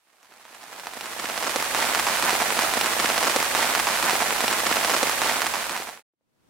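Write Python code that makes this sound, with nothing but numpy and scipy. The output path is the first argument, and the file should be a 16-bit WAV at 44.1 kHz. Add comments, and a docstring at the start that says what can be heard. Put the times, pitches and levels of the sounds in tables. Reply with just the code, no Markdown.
"""Steady rain on a taut tarp roof, heard from just beneath it.
The rain fades in: small drops tap all over the cloth and merge into a patter, and rain hisses on the ground around.
Heavy drops soon fall right overhead, each a sharp slap, a short damped swing of the cloth and a burst of spray.
One stretch of the shower is looped, so its drops come round three times.
The rain fades out, and a faint outdoor hush rises at the end with two soft taps."""
import sys
import numpy as np
from scipy import signal
from scipy.fft import rfft, irfft
from scipy.io import wavfile
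from scipy.ndimage import uniform_filter1d

SR = 44100
rng = np.random.default_rng(int(sys.argv[2]) if len(sys.argv) > 2 else 0)


def store_wav(level_fs):
    """Save 16-bit WAV to argv[1]."""
    pcm = np.round(np.clip(np.atleast_2d(level_fs), -1, 1) * 32767)
    wavfile.write(sys.argv[1], SR, pcm.T.astype(np.int16))


N = 286561  # length in samples


def gain_of(db):
    """Turns decibels into an amplitude factor."""
    return 10 ** (np.asarray(db) / 20)


def evened(x):
    """Scales a sound to an rms of 1, over all its channels together."""
    return x / np.sqrt(np.mean(x ** 2) + 1e-20)


def read_spectrum(points, hz):
    """Reads a spectrum table in dB, with straight lines between points on a log-frequency axis."""
    table_hz, table_db = np.transpose(points)
    return np.interp(np.log(hz + 1), np.log(table_hz + 1), table_db)


def follow(points):
    """Turns a curve of dB over time into a gain for every sample."""
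    times, levels_db = np.transpose(points)
    return gain_of(np.interp(np.arange(N) / SR, times, levels_db))


def add(mix, start_s, sound):
    """Mixes a two-channel sound in at the given time, cutting it off at the end of the mix."""
    start = max(round(start_s * SR), 0)
    part = mix[:, start:][:, :sound.shape[1]]
    part += sound[:, :part.shape[1]]


def colour(x, points, size=2048):
    """Gives a sound the table's spectrum; the filter is causal, so that attacks stay sharp."""
    hz = abs(np.fft.fftfreq(size, 1 / SR))
    log_gain = np.log(gain_of(read_spectrum(points, hz)))
    # the Hilbert transform finds the phase that puts the energy as early as possible
    response = np.exp(np.conj(signal.hilbert(log_gain)))
    taps = np.fft.ifft(response).real[:size // 2]
    return signal.oaconvolve(x, taps[None], axes=1)[:, :N]


def impacts(per_s, spread_db, limit):
    """Clicks at random moments: many small, few large, none above the limit."""
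    size = gain_of(spread_db * np.minimum(rng.exponential(1, N), limit))
    happens = rng.random(N) < per_s / SR
    return size * happens


def drop(hz, contact_ms, damping, size=512):
    """A brief push on the cloth radiates its acceleration: a spike, a rebound, a dying swing."""
    t = np.arange(1, size + 1) / SR
    u = t / (contact_ms / 1000)
    push = u * np.exp(-u)
    # the cloth acts as a mass on a spring; s is frequency relative to its ring
    s = 1j * np.fft.rfftfreq(2 * size, 1 / SR) / hz
    acceleration = s ** 2 / (s ** 2 + 2 * damping * s + 1)
    wave = -irfft(rfft(push, 2 * size) * acceleration)[:size]
    first_3_ms = wave[:round(.003 * SR)]
    return wave / np.sqrt(np.mean(first_3_ms ** 2))


def sheltered(wave, echo_db=-9, t60=0.034, apart=0.11, count=40, size=2600):
    """One spot on the roof as both microphones hear it, with its own weak reflections from ground and cloth."""
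    echoes = np.zeros((3, size))  # one pattern shared by both sides, then one for each side
    for row in echoes:
        at = rng.integers(size // count, size, count)
        row[at] = rng.choice([-1, 1], count) * gain_of(-60 * at / SR / t60)  # falls 60 dB in t60 seconds
        row /= np.linalg.norm(row)
    shared, separate = echoes[:1], echoes[1:]
    paths = gain_of(echo_db) * (np.sqrt(1 - apart) * shared + np.sqrt(apart) * separate)
    paths[:, 0] = 1  # the direct path
    return signal.fftconvolve(wave[None], paths, axes=1)


# How hard the shower beats on the roof; the ground rain follows it weakly.
# Each row: time in seconds (before looping), change of level in dB.
SHOWER_STRENGTH = [(0, -1.5), (.35, 3), (.55, 2), (.81, 2), (.91, -1.5), (1.03, 1), (1.14, -0.5),
                   (1.26, 0.5), (1.6, 1), (1.68, -3), (1.82, 4), (1.98, -1), (2.11, 0), (2.2, -0.5),
                   (2.31, 1), (2.4, 1), (2.49, -1.5), (2.6, 1)]


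def patter(level_db=-23.5, per_s=1500, spread_db=4.5, clump_db=1.88, ring_hz=960, ring_spread=0.76,
           contact_ms=0.031, damping=0.26, width_ms=0.089, count=40, size=700):
    """Smaller drops fall in clumps all over the roof; each patch has its own tension and path to the microphones."""
    out = np.zeros((2, N))
    # smoothed noise makes the hits swell and thin out together
    clumps = gain_of(clump_db * evened(uniform_filter1d(rng.standard_normal(N), size)))
    for tension in np.linspace(-1, 1, count):  # from the slackest patch to the tightest
        a, b = rng.standard_normal(2)
        patch_hz = ring_hz * np.exp(ring_spread * tension)
        tap = drop(patch_hz, contact_ms * np.exp(0.48 * a), damping * np.exp(0.16 * b))
        hits = clumps * impacts(per_s / count, spread_db, limit=2.7)
        left, right = signal.oaconvolve(hits[None], sheltered(tap), axes=1)[:, :N]
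        lag = round(rng.uniform(-1, 1) * width_ms * SR / 1000)  # left is early or late by some samples
        out += [np.roll(left, lag), right]
    return gain_of(level_db) * evened(out) * follow(SHOWER_STRENGTH)


# The tone of the rain on the ground around.
# Each row: frequency in Hz, relative strength in dB per Hz.
GROUND_SPECTRUM = [(25, -11.5), (60, -8.5), (130, -1.5), (400, -2), (1000, 1), (2200, 2), (3500, 0.5),
                   (6000, -2.5), (8500, -1.5), (12000, -4), (16000, -10.5)]
# How that rain leans to one side.
# Each row: frequency in Hz, left minus right in dB.
GROUND_LEAN = [(60, 9.5), (200, -5), (700, -6), (2400, -7.5), (4400, 0), (8000, -1.5), (15000, 2.5)]


def ground_rain(level_db=-27.5, splash_db=-2, per_s=2200, spread_db=3.0, sway=0.23):
    """A smooth far hiss and the fine ticks of nearer splashes, unrelated from side to side."""
    far = evened(rng.standard_normal((2, N)))
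    ticks = np.array([impacts(per_s, spread_db, limit=3.54) * rng.choice([-1, 1], N) for _ in range(2)])
    hiss = colour(far + gain_of(splash_db) * evened(ticks), GROUND_SPECTRUM)
    lean_db = read_spectrum(GROUND_LEAN, np.fft.rfftfreq(N, 1 / SR))
    hiss = irfft(rfft(hiss) * gain_of([lean_db / 2, -lean_db / 2]), N)
    return gain_of(level_db) * evened(hiss) * follow(SHOWER_STRENGTH) ** sway


# Heavy drops right overhead, as they first fall, before the shifts set in heavy_drops and the roof's colour.
# Each row: start in seconds, level in dB over the first 3 ms, ring of the unloaded cloth in Hz,
# splash in dB against that level.
OVERHEAD_DROPS = [(0.23, -14, 1150, -4), (0.247, -17, 1150, -11), (0.323, -16, 1510, -17.5),
                  (0.339, -17.5, 1050, -5.5), (0.453, -13.5, 920, -19.5), (0.548, -17, 1200, -8),
                  (0.639, -18.5, 850, -11), (0.798, -17.5, 1100, -5), (0.87, -11, 940, -17.5),
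                  (0.936, -18.5, 920, -8.5), (1.01, -16, 952, -0.5), (1.058, -17.5, 1180, -8),
                  (1.198, -18, 1200, -9), (1.256, -18, 1650, -27), (1.299, -17.5, 870, -14.5),
                  (1.377, -18, 1080, -4.5), (1.4265, -17, 900, -12), (1.468, -20, 1200, -30),
                  (1.496, -19.5, 810, -11), (1.5603, -12.5, 670, -9.5), (1.6255, -18, 790, -4.5),
                  (1.748, -14.5, 975, -11.5), (1.788, -23.5, 680, -7), (1.824, -19, 1004, -13.5),
                  (1.949, -15.5, 1614, -12), (1.9911, -20, 1350, -16), (1.9966, -18.5, 1180, -7),
                  (2.0688, -18, 1050, -24), (2.0759, -21, 740, -11), (2.086, -19.5, 1100, -21.5),
                  (2.098, -21, 1000, -23.5), (2.225, -17.5, 1320, -11.5), (2.28, -19, 1150, -17.5),
                  (2.294, -16.5, 1250, -13), (2.306, -17, 1100, -5), (2.33, -22.5, 480, -17),
                  (2.352, -19.5, 870, -18.5), (2.402, -22, 1100, -8.5), (2.421, -17.5, 880, -7.5),
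                  (2.505, -18, 1250, -21), (2.591, -16, 830, -10), (2.649, -20.5, 1350, -16.5)]


def heavy_drops(level_db=1.5, contact_ms=0.041, harden=0.29, damping=0.33, sag=0.83, splash_db=3.5,
                splash_s=0.00097, spray_hz=2500, size=512):
    """Large drops overhead: the cloth swings, a little lower for the load, while the water bursts into spray."""
    out, t = np.zeros((2, N)), np.arange(size) / SR
    thin = signal.butter(2, spray_hz, "high", fs=SR)  # spray has no body
    usual_db = np.mean(OVERHEAD_DROPS, axis=0)[-1]
    for start_s, db, hz, spray_db in OVERHEAD_DROPS:
        # the more spray, the harder the blow and the shorter the contact
        contact = contact_ms * gain_of(harden * (usual_db - spray_db))
        slap = drop(hz * sag, contact, damping)
        burst = 2 * np.exp(-t / splash_s) * rng.standard_normal(size)
        spray = signal.lfilter(*thin, burst)
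        hit = slap + gain_of(spray_db + splash_db) * spray
        add(out, start_s, gain_of(db + level_db) * sheltered(hit, echo_db=-4.5))
    return out


# The colour that the roof gives to every drop on it.
# Each row: frequency in Hz, gain in dB.
CLOTH_COLOUR = [(30, -4.5), (100, 9.5), (160, 7.5), (240, 10), (330, 6.5), (480, 1.64), (760, 2.5),
                (1300, 0.4), (2600, -1.3), (3400, -3.5), (4300, -1.5), (8000, -5), (11000, -8),
                (16000, -9.5)]
# The left microphone faces away from the cloth and gets less of its body.
# Each row: frequency in Hz, gain in dB against the right.
LEFT_SHADE_COLOUR = [(60, -7), (200, 1.5), (400, -5.5), (1300, -5.5), (2400, -5.5), (4400, -3.5),
                     (8000, 4.5), (15000, 3.5)]


def roof():
    """All drops on the cloth take its colour; the left side is shaded and a little farther away."""
    both = colour(patter() + heavy_drops(), CLOTH_COLOUR)
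    left = np.roll(colour(both[:1], LEFT_SHADE_COLOUR), 1, axis=1)  # one sample later
    return np.vstack([left, both[1:]])


# The fader opens from a depth, quickly at first, and closes along a quarter sine.
FADE_DEPTH_DB, FADE_IN_S = -43, 2.205
FADE_OUT_S, SILENT_AT_S = 1.05, 6.026  # length of the closing, and the moment it is complete


def fader():
    """Gain of the slow fade-in and the quicker fade-out."""
    t = np.arange(N) / SR
    opening = gain_of(FADE_DEPTH_DB * np.maximum(1 - t / FADE_IN_S, 0) ** 2)
    closing = np.sin(np.pi / 2 * np.clip((SILENT_AT_S - t) / FADE_OUT_S, 0, 1))
    return opening * closing


# The loop jumps back to the same moment of the shower at each splice, in seconds.
LOOP_START_S, SPLICES_S = .888, [2.69, 4.3582]


def looped(x):
    """Plays the shower from its beginning and returns to the loop start at every splice."""
    at = np.arange(N)  # which sample of the shower to play at each moment
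    for splice_s in SPLICES_S:
        splice = round(splice_s * SR)
        at[splice:] = round(LOOP_START_S * SR) + np.arange(N - splice)
    return x[:, at]


# The tone of the closing hush.
# Each row: frequency in Hz, relative strength in dB per Hz.
HUSH_SPECTRUM = [(30, -7.5), (100, 3), (250, 4), (500, -2.5), (1200, -8.5), (3000, -14.5), (8000, -19),
                 (14000, -23)]
# How the hush rises.
# Each row: time in seconds, level in dB.
HUSH_LEVEL = [(6.1, -110), (6.22, -82), (6.35, -72), (6.5, -62.5)]
# Soft taps as the hush begins.
# Each row: start in seconds, level in dB over the first 3 ms before reflections, ring in Hz.
SOFT_TAPS = [(6.137, -82, 330), (6.21, -74, 520)]


def hush():
    """Faint, dull outdoor air, made of filtered noise, with two soft taps."""
    out = evened(colour(rng.standard_normal((2, N)), HUSH_SPECTRUM)) * follow(HUSH_LEVEL)
    for start_s, db, hz in SOFT_TAPS:
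        add(out, start_s, gain_of(db) * sheltered(drop(hz, contact_ms=.3, damping=.2)))
    return out


def scene():
    """Roof and ground, looped and under one fader, then the hush."""
    shower = roof() + ground_rain()
    return looped(shower) * fader() + hush()


def record(dry, ceiling=0.88):
    """Rounds off the tallest spikes, then removes the treble above 15900 Hz."""
    rounded = ceiling * np.tanh(dry / ceiling)
    low_pass = signal.firwin(511, 15900, window=("kaiser", 9), fs=SR)
    return signal.oaconvolve(rounded, low_pass[None], "same")


dry = scene()
out = record(dry)
store_wav(out)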